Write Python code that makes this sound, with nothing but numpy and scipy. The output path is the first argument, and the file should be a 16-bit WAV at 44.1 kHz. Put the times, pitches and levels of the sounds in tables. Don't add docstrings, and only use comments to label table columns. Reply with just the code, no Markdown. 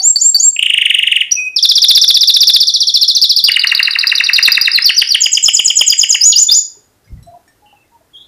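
import sys
import numpy as np
from scipy import signal
from scipy.fft import rfft, irfft, next_fast_len
from scipy.io import wavfile
from scipy.ndimage import uniform_filter1d

SR = 44100
rng = np.random.default_rng(int(sys.argv[2]) if len(sys.argv) > 2 else 0)


def boost_factor(decibels):
    exponent = np.asarray(decibels, float) / 20
    return 10 ** exponent


def generate_wav(sig):
    pcm = np.round(np.clip(np.atleast_2d(sig).T, -1, 1) * 32767).astype(np.int16)
    wavfile.write(sys.argv[1], SR, pcm)


N = 364707
T = np.arange(N) / SR

# f/Hz, density/dB
AIR = [(15, -32), (25, -15), (104, -4.5), (193, -13), (305, -7), (349, -9.5), (684, -14.5), (1170, -18),
       (1800, -19.5), (2300, -24), (15500, -28)]
AIR_DB = -56

# t/s from the start, f/Hz, level/dB
CHIP = [(0, 4233, -7), (.003, 4766, -1.14), (.009, 4479, -7), (.015, 4627, -7), (.024, 4486, -14)]
JAB = [(0, 4301, -18), (.004, 5625, -20), (.009, 5870, 0), (.019, 5705, -6.5)]
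HOLD = [(0, 2620, -28.5), (.017, 2580, -18.5), (.035, 2489, -9), (.075, 2528, -16.5), (.115, 2510, -14),
        (.14, 2558, -21), (.164, 2523, -32.5)]
FALL = [(0, 6830, -13), (.005, 4925, -5.5), (.01, 3543, -10), (.017, 2906, -12), (.026, 2824, -14.5)]
PIP = [(0, 3495, -27), (.008, 3575, -7), (.019, 3560, -9)]
# t/s, length/s, level/dB
SUNG = [
    (CHIP, [(-.009, 0.0215, -5.5), (.158, 0.016, 0), (.345, 0.029, 3)]),
    (JAB, [(1.311, 0.0166, 2.5)]),
    (HOLD, [(1.358, 0.13, -1.26)]),
    (FALL, [(6.318, 0.02666, 1.21)]),
    (PIP, [(6.484, 0.0172, 2)]),
]
# t/s, f/Hz, level/dB
SOARS = [
    [(.017, 5280, -23.5), (.024, 5900, -27), (0.034, 6707, -14), (0.046, 7044, -9.5), (0.084, 7590, -5),
     (0.096, 7585, -16.5), (0.106, 7558, -0.5), (0.118, 7562, -16.5), (0.126, 7612, -33)],
    [(0.19, 5343, -23), (0.206, 5900, -24.5), (0.214, 6637, -12), (0.22, 6996, -5), (0.234, 7233, -15.5),
     (.262, 7410, -2.5), (0.276, 7493, -10.5), (0.3, 7582, -6), (0.315, 7350, -28)],
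    [(0.378, 5309, -25), (0.392, 5722, -28.5), (0.404, 6811, -6), (0.424, 7077, -23), (0.432, 7250, -7),
     (0.454, 7490, -8), (0.486, 7478, -4), (0.494, 7499, -13.5), (0.505, 7638, -31)],
    [(6.208, 4563, -18), (6.217, 5036, -4), (6.232, 5150, -12), (6.241, 5900, -1.5), (6.25, 6463, -13),
     (6.257, 6685, -2), (6.272, 6942, -4), (6.308, 6747, -8), (6.317, 6787, -21)],
    [(6.346, 4012, -35.5), (6.356, 4510, -22), (6.363, 4814, -3), (6.378, 5243, -11.5), (6.385, 5900, -4.5),
     (6.401, 6853, -6), (6.41, 7198, -15), (6.427, 6933, -0.5), (6.442, 7034, -12)],
    [(6.501, 4252, -20.5), (6.51, 4385, -16), (6.518, 4848, -3), (6.528, 4957, -4.5), (6.536, 5255, -10),
     (6.554, 6816, -8.5), (6.578, 7114, -7.5), (6.59, 6758, -8.5), (6.597, 6813, -12)],
]
SOAR_DB, WHISTLE_DB, WHISTLE_FLUTTER_DB = 3.0, 1.785, 0.6
WAVER = 0.003
WHISTLE_ROOM_DB = -0.5

OVERTONES_DB = [-25.5, -28.5, -50, -41.5]
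# f/Hz, gain/dB
BEAK = [(4500, -13), (6000, -15.5), (6900, 1.5), (7900, -15.5), (9200, 1.5), (10600, -2.5), (12000, -6),
        (14500, -8)]
RASP_RAD = 0.05
WANDER_RAD = np.cumsum(RASP_RAD * rng.standard_normal(N))
# f/Hz, level/dB
HISS = [(3000, -41.0), (6500, -14.5), (9000, 26.5), (11000, 14.0), (13000, -3.0), (15500, -10.5)]
BREATH_DB = -35

# t/s, level/dB
ECHOES = [
    (.0006, -39),
    (.0031, -13),
    (.0074, -14),
    (0.0138, -20.5),
]
ROOM_DB, ROOM_T60_S, ROOM_DULL_HZ, ROOM_GAP_S = -10.5, 0.296, 12104, 0.008
LINGER_DB, LINGER_T60_S = -19, 0.5

# t/s, length/s, start f/Hz, end f/Hz, level/dB
FAR = [(.003, 0.035, 770, 756, -32.5), (0.373, .04, 767, 746.6, -43.5), (6.752, 0.012, 944, 920, -55.5),
       (6.768, 0.019, 402.2, 396, -47), (7.262, .115, 689, 708.8, -37.5), (7.337, 0.019, 972, 976, -47),
       (7.621, 0.042, 820, 851.6, -46.5), (7.727, 0.015, 831.3, 799, -42),
       (7.915, 0.062, 923.7, 924.4, -47.5), (8.007, 0.015, 670, 635.5, -50.5),
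       (7.654, 0.08, 3000, 2950, -55), (7.658, 0.065, 2750, 2730, -51), (7.756, 0.079, 2650, 2620, -55.5),
       (8.131, 0.1, 3300, 3307, -39.5), (8.151, 0.15, 3560, 3410, -47), (8.161, 0.15, 3720, 3728, -48),
       (8.22, .05, 4000, 4060, -55.5)]
SHAKE = 0.02
WARBLE_PER_S, WARBLE_MOST = 16, 1

# t/s, level/dB
ROLL = [(.5617, -14.5), (.5898, -5.5), (.6245, -4.5), (.6583, -7.5), (.6957, -6.5), (.7341, -6.5),
        (.7723, -6.5), (.8115, -5.5), (.8517, -7.5), (.8964, -6.5), (.9399, -7), (.9831, -9.5),
        (1.0244, -6.5), (1.067, -6.5), (1.113, -6.5), (1.1562, -7.5), (1.2035, -9.5)]
SWEEP = [(1.5608, -11.5), (1.6250, -7), (1.6885, -6.5), (1.7538, -9), (1.8170, -6), (1.883, -4.5),
         (1.9488, -5), (2.0133, -7), (2.0775, -5.5), (2.1415, -5.5), (2.2069, -7), (2.2726, -5.5),
         (2.3390, -8), (2.4044, -5.5), (2.4693, -5.5), (2.5347, -7), (2.602, -9)]
FADING = [(2.6690, -8.5), (2.7370, -7), (2.803, -8), (2.8690, -8), (2.9390, -6.5), (3.0107, -7.5),
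          (3.0782, -7.5), (3.1480, -8.5), (3.2200, -7), (3.2920, -9.5), (3.3680, -8.5), (3.4422, -11)]
FLICK = [(3.2147, -7), (3.3619, -6), (3.4385, -3), (3.5172, -8), (3.5928, -9), (3.6697, -8), (3.748, -10),
         (3.8278, -9.5), (3.9071, -11), (3.9864, -10), (4.0690, -6), (4.1521, -11.5), (4.2374, -7),
         (4.3320, -8.5), (4.4259, -9), (4.5182, -3), (4.6122, -8.5), (4.7153, -12), (4.819, -12),
         (4.9408, -18), (5.0705, -15.5)]
SPARK = [(3.674, -13.5), (3.831, -24), (3.911, -28), (3.99, -21), (4.073, -18), (4.156, -16.5),
         (4.242, -11.5), (4.336, -11.5), (4.429, -11), (4.521, -14.5), (4.616, -15), (4.719, -23)]
SLIDE = [(3.524, -16), (3.600, -13.5), (3.677, -15), (3.755, -13), (3.835, -14.5), (3.914, -16.5),
         (3.993, -12.5), (4.076, -15.5), (4.159, -13.5), (4.244, -12), (4.339, -7.5), (4.432, -6),
         (4.525, -13), (4.620, -11.5)]
LONG = [
    (4.7278, -6),
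    (4.842, -3),
    (4.9617, -4.5),
    (5.0870, -8),
]
DROP = [(3.483, -7.5), (3.5592, -5), (3.6352, -5), (3.7135, -6.5), (3.7915, -7), (3.872, -6.5), (3.951, -7),
        (4.031, -7), (4.115, -6), (4.199, -6), (4.288, -6), (4.3815, -5.5), (4.4755, -5), (4.569, -6),
        (4.671, -7.5), (4.776, -8)]
HIGH = [
    (5.2027, -4.5),
    (5.3155, -6),
    (5.4250, -2),
    (5.5324, -3),
    (5.6428, -5),
    (5.7535, -3.5),
    (5.8620, -3.5),
    (5.9756, -5),
    (6.0885, -4.5),
]
LOW = [(4.891, -8), (5.016, -5.5), (5.144, -6), (5.2575, -9.5), (5.3704, -9), (5.4818, -6.5), (5.5908, -7),
       (5.7002, -8), (5.8088, -6), (5.922, -8.5), (6.0306, -9.5), (6.1432, -9.5)]
# t/s, length/s, start f/Hz, end f/Hz
ROLL_DRIFT = [(0.552, 0.00936, 3136, 2040), (0.59, 0.0083, 3570, 2231), (0.638, 0.0123, 3729, 1979),
              (0.722, .0175, 3734, 2000), (1.204, 0.02108, 3778, 1948)]
SWEEP_DRIFT = [(1.56, 0.03767, 5849, 3420), (1.75, 0.037, 5942, 3468), (2.53, .039, 5910, 3511)]
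FADING_DRIFT = [(2.673, 0.0396, 5970, 3450), (2.8, 0.0389, 5872, 3315), (3.08, 0.0444, 5772, 3451),
                (3.148, 0.0396, 6341, 3428), (3.218, .042, 5748, 3406), (3.441, 0.0424, 5824, 3355)]
FLICK_DRIFT = [(3.211, 0.00917, 4103, 4800), (3.439, 0.01706, 4429, 4720), (3.521, 0.01413, 4120, 4900),
               (3.75, 0.0173, 3576, 4950), (4.24, 0.01524, 4000, 5000), (4.43, 0.0159, 4110, 5000),
               (4.52, 0.0182, 4303, 4950), (4.608, 0.0151, 4296, 5000), (4.715, .011, 4300, 5000),
               (4.82, 0.01414, 4650, 5200), (4.938, 0.0149, 5130, 5900), (5.07, 0.01085, 4670, 5280)]
SPARK_DRIFT = [(3.7, 0.012, 5950, 5120), (4.7, .014, 5950, 5260)]
SLIDE_DRIFT = [(3.53, 0.0244, 5018, 3517), (3.76, 0.0274, 5040, 3605), (4., 0.0253, 4955, 3680),
               (4.17, 0.0293, 5047, 3585), (4.43, 0.035, 5030, 3459), (4.525, 0.035, 5093, 3508),
               (4.62, 0.0465, 5025, 3586)]
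LONG_DRIFT = [(4.73, 0.0571, 5176, 3152), (4.84, 0.0441, 5752, 3350), (4.958, 0.051, 6186, 3365),
              (5.089, 0.0587, 5876, 3408)]
DROP_DRIFT = [(3.48, 0.02196, 2968, 1392), (3.62, 0.01857, 2943, 921), (3.8, 0.01954, 2846, 918),
              (4.38, .018, 2790, 926.4), (4.768, 0.02083, 2800, 990.5)]
HIGH_DRIFT = [(5.2, 0.0458, 7718, 4863), (5.42, 0.0438, 8098, 4982), (5.858, .049, 7834, 4900),
              (6.092, 0.0477, 7800, 4892)]
LOW_DRIFT = [(4.89, 0.0197, 3250, 1776), (5.02, 0.01305, 3463, 1858), (5.14, 0.01688, 3421, 1990),
             (5.26, 0.01477, 3376, 2150), (5.59, .016, 3400, 2324), (5.92, 0.0183, 3439, 2229),
             (6.14, 0.01695, 3290, 2062)]
HELD, SHORT, RISING = FLICK[:3], FLICK[3:18], FLICK[18:]
# notes, drift, glide/share, effort/dB
PHRASES = [
    (ROLL, ROLL_DRIFT, (.03, .18, .32, .43, .51, .59, .76, .97, 1.05), (-8.5, -3, 0.7, 7.5, 8, 6, 3, -4.5, -8.5)),
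    (SWEEP, SWEEP_DRIFT, (-.02, .2, .37, .53, .66, .78, .92, 1.02, 1.0524), (2.5, 8.5, 5.5, 6.5, 2.13, 3, 6, 6, -3.5)),
    (FADING, FADING_DRIFT, (-.03, .15, .33, .51, .65, .8, .92, .99, 1.02), (-0.5, 7, 3, 5.5, 6.5, 2.5, -4, 0, -10)),
    (HELD, FLICK_DRIFT, (.01, 0.82, 1.1, 1.1, 2, 0.79, 1.1), (2.5, 7.5, 6, -3.5, -4.5, -1, -12)),
    (SHORT, FLICK_DRIFT, (.01, 0.7, 0.938, 0.8, 0.768, 1, 0.85), (19, 8.5, 5.5, -13.5, -4, -12.5, -20.5)),
    (RISING, FLICK_DRIFT, (.01, .3, 0.519, .7, 0.852, .95, 1.01), (-13.5, -2.5, 6.5, 2, 7.05, 2.5, -18)),
    (SPARK, SPARK_DRIFT, (.01, .3, .6, .99), (-11.5, 5, -4, -13)),
    (SLIDE, SLIDE_DRIFT, (.01, .04, .12, .24, .4, .55, .7, .85, .99), (-4, 0, -2, -2, -5.5, 4.5, 5.5, 11, -6.5)),
           (LONG, LONG_DRIFT, (.01, .08, .23, .38, .49, .56, .71, .85, .99), (-10.5, 1, -7.5, 4.5, 5, 9, -12, -14.5, -18.5)),
    (DROP, DROP_DRIFT, (.01, .03, .04, .08, .36, .52, .72, .87, .99), (-21, 3, 5, 7, 2, 3.5, -13.5, -12.5, -34)),
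    (HIGH, HIGH_DRIFT, (0.012, .1, .18, .32, .44, 0.672, 0.899, .98, 1.01), (-18.5, -2, -7.5, 12, 5, -12, -5.5, 7, -7.5)),
    (LOW, LOW_DRIFT, (.02, .1, .2, .3, .39, .52, .8, 1.1, 1.35), (-10, 4.5, 4, 6, 9, 0, -0.5, -5.5, -19.5)),
]
# f/Hz, gain/dB
PERCH = [(1500, -2), (2050, 2.5), (2380, -4.5), (2850, 1), (3450, 1.5), (4150, -0.5), (4900, 1), (6100, -1)]
SCATTER = 0.009
ROOM_SHARE = 0.67
FLUTTER_DB = 2

# t/s, level/dB, wire set
TICKS = [
    (7.044, -57, 3),
    (7.056, -52, 0),
    (7.076, -50, 4),
    (7.095, -58, 5),
    (7.176, -55, 6),
    (7.228, -40, 1),
    (7.262, -47, 7),
    (7.478, -42, 2),
    (7.845, -61, 4),
]
# f/Hz, level/dB, t60/s
WIRES = [
    [(1645, 1, .08), (5900, -0.5, 0.0983), (12000, -11.5, .2)],
    [(4000, -2.5, .35), (5560, -2.5, 0.15), (5950, -7, .05), (6200, -16, .15), (7800, -4, 0.254),
     (8600, -11, .15), (11130, 0, 0.099), (12618, -17, 0.11)],
    [(1820, 6, 0.19), (2336, -2, 0.118), (3800, -13, .1), (5540, -0.5, 0.12), (6875, 0, 0.11),
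     (8100, -18.5, .1), (8440, -4, 0.11), (9870, -15, 0.105)],
    [(4950, -1, 0.17)],
    [(2130, -1, 0.13)],
    [(5350, -1, 0.176)],
    [(2000, -1, .15)],
    [(7630, -11.5, .04), (8100, 1.5, 0.057), (8500, 0.5, 0.061)],
]
BUZZ_RAD = 0.045

# t/s, level/dB
WINGS = [
    [(7.05, -65), (7.12, -28.5)],
    [(7.15, -37.5), (7.158, -34), (7.36, -55.5)],
]
# f/Hz, level/dB
PUFF = [(20, -21.0), (50, -5.5), (90, 1.87), (150, -0.5), (300, -21), (1000, -57.0)]
GUST_S, GUST_HZ, GUST_LENGTH_S, GUST_DB = 7.134, 55, 0.011, -21

# f/Hz, level/dB
CRACKLE = [(30, -7), (150, 6.5), (600, -19.0), (3000, -2.0), (9000, 9.0), (15000, -5.0)]
# f/Hz, level/dB
HAZE = [(1500, -21.5), (3300, -5.5), (5300, 0.5), (7000, -2), (8000, -17), (10500, -6.0), (14000, -2.0),
        (15500, -14.0)]
CEILING, KNEE, LOPSIDED, TOP_HZ = 0.87, 25, 0.0021, 14854
RATTLE_DB, APART_DB, HAZE_DB, OUT_DB = -22.5, -11.5, -37.5, -0.55


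def shade(points, hz):
    at_hz, db = np.transpose(points)
    return boost_factor(np.interp(np.log(hz), np.log(at_hz), db))


def walk(rate_hz):
    k = int(SR / rate_hz)
    held = np.repeat(rng.standard_normal(N // k + 1), k)
    return 1.2 * uniform_filter1d(uniform_filter1d(held, k), k)[:N]


def colour(points):
    size = next_fast_len(N)
    hz = np.arange(size // 2 + 1) * SR / size + 1
    spectrum = rfft(rng.standard_normal(size)) * shade(points, hz)
    x = irfft(spectrum, size)[:N]
    return x / x.std()


def tone(hz, gain, first=0):
    phase = 2 * np.pi * np.cumsum(hz) / SR
    wander = WANDER_RAD[first:][:len(hz)]
    wave = np.sin(phase)
    for k, db in enumerate(OVERTONES_DB, 2):
        leak = boost_factor(db) * shade(BEAK, k * hz) * (k * hz < SR / 2.2)
        wave = wave + leak * np.sin(k * phase + wander)
    return gain * wave


def room_air():
    return colour(AIR) * boost_factor(AIR_DB + 0.33 * walk(3.7))


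def whistles():
    pieces = []
    for shape, sung in SUNG:
        for s, length_s, db in sung:
            held = np.vstack([shape[:-1], (length_s, *shape[-1][1:])])
            pieces.append(held + (s, 0, db))
    pieces += [np.array(soar) + (0, 0, SOAR_DB) for soar in SOARS]
    pieces.sort(key=lambda piece: piece[0][0])
    s, hz, db = np.vstack(pieces).T
    sounding = np.zeros(N)
    for piece in pieces:
        sounding[(T >= piece[0][0]) & (T <= piece[-1][0] + 0.001)] = 1
    gate = uniform_filter1d(uniform_filter1d(sounding, size=60), size=60)
    pitch_hz = uniform_filter1d(np.interp(T, s, hz), size=130) * (1 + WAVER * walk(150))
    level_db = np.interp(T, s, db) + WHISTLE_DB + WHISTLE_FLUTTER_DB * walk(200)
    return tone(pitch_hz, gate * boost_factor(level_db))


def breath(voice):
    return boost_factor(BREATH_DB) * colour(HISS) * uniform_filter1d(np.abs(voice), size=130)


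def room(x):
    t = T[:SR]
    decay = boost_factor(-60 * t / ROOM_T60_S) + boost_factor(LINGER_DB - 60 * t / LINGER_T60_S)
    field = rng.standard_normal(SR) * decay * np.clip(t / ROOM_GAP_S - 1, 0, 1)
    field = signal.lfilter(*signal.butter(1, ROOM_DULL_HZ, fs=SR), field)
    field *= boost_factor(ROOM_DB) / np.sqrt(np.sum(field ** 2))
    for s, db in ECHOES:
        field[int(s * SR)] += boost_factor(db)
    return signal.fftconvolve(x, field)[:N]


def far_birds():
    out, shake, throb = np.zeros(N), walk(260), walk(90)
    for s, length_s, start_hz, end_hz, db in FAR:
        warble = min(WARBLE_PER_S * length_s, WARBLE_MOST)
        u = (T - s) / length_s
        on = (u > 0) & (u < 1)
        u = u[on]
        hz = (start_hz + (end_hz - start_hz) * u) * (1 + SHAKE * warble * shake[on])
        envelope = np.minimum(u / 0.11, 1) * (1 - u) ** 0.13
        out[on] += tone(hz, boost_factor(db + 3.2 * warble * throb[on]) * envelope)
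    return out


def trills():
    out = np.zeros((2, N))
    for notes, drift, glide, effort_db in PHRASES:
        steps = np.linspace(0, 1, len(glide))
        drift_s, *columns = np.transpose(drift)
        luck = 1 + SCATTER * rng.standard_normal((len(notes), 2))
        for (s, db), (start_luck, end_luck) in zip(notes, luck):
            length_s, start_hz, end_hz = (np.interp(s, drift_s, column) for column in columns)
            start_hz, end_hz = start_hz * start_luck, end_hz * end_luck
            u = np.arange(int(length_s * SR)) / (length_s * SR)
            share = uniform_filter1d(np.interp(u, steps, glide), size=60, mode="nearest")
            hz = np.maximum(start_hz + (end_hz - start_hz) * share, 300)
            ramp = np.clip(np.minimum(u, 1 - u) * length_s / 0.0023, 0, 1)
            edge = np.sin(np.pi / 2 * ramp) ** 2
            swell_db = np.outer([1, ROOM_SHARE], np.interp(u, steps, effort_db))
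            gain = edge * boost_factor(db + swell_db) * shade(PERCH, hz)
            first = int(s * SR)
            out[:, first:][:, :len(u)] += tone(hz, gain, first)
    return out


def cage():
    out, t = np.zeros(N), T[:SR // 4]
    for s, db, which in TICKS:
        wobble = np.cumsum(BUZZ_RAD * rng.standard_normal(len(t)))
        ring = np.zeros(len(t))
        for hz, wire_db, t60_s in WIRES[int(which)]:
            strike_db = wire_db + 1.293 * rng.standard_normal()
            ring += boost_factor(strike_db - 60 * t / t60_s) * np.sin(2 * np.pi * hz * t + wobble)
        crack = 0.1 * np.diff(rng.standard_normal(len(t) + 1)) * np.exp(-t / 0.005)
        out[int(s * SR):][:len(t)] += boost_factor(db) * (ring / np.abs(ring).max() + crack)
    return out


def wings():
    s, db = np.vstack(WINGS).T
    puffs = colour(PUFF) * boost_factor(np.interp(T, s, db, -120, -120))
    t = T - GUST_S
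    push = np.exp(-(t / GUST_LENGTH_S) ** 2) * np.cos(2 * np.pi * GUST_HZ * t - 0.6)
    return puffs + boost_factor(GUST_DB) * push


def scene():
    voice = trills() * boost_factor(FLUTTER_DB * walk(200)) + whistles() * boost_factor([[0], [WHISTLE_ROOM_DB]])
    bird, spread = voice + breath(voice)
    others = far_birds() + cage()
    mix = bird + 1.18 * others + room(spread + others) + wings() + room_air()
    return np.tile(mix, (2, 1))


def top_cut(x):
    return signal.sosfilt(signal.butter(12, 15680, fs=SR, output="sos"), x)


def record(dry):
    x = dry + LOPSIDED * (np.clip(dry, -2, 2) ** 2 - 0.02)
    x = x / (1 + np.abs(x / CEILING) ** KNEE) ** (1 / KNEE)
    excess = uniform_filter1d(np.minimum(np.abs(dry - x), 0.4), size=200)
    crackle = colour(CRACKLE) + boost_factor(APART_DB) * rng.standard_normal(dry.shape)
    x = x + excess * boost_factor(RATTLE_DB) * crackle
    haze_gain = boost_factor(HAZE_DB + 2.5 * walk(51)) * uniform_filter1d(np.abs(x), size=900)
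    x = x + haze_gain * colour(HAZE)
    low_pass = signal.ellip(8, 0.2, 60, TOP_HZ, fs=SR, output="sos")
    x = boost_factor(OUT_DB) * signal.sosfilt(low_pass, x)
    return top_cut(x)


dry = scene()
out = record(dry)
generate_wav(out)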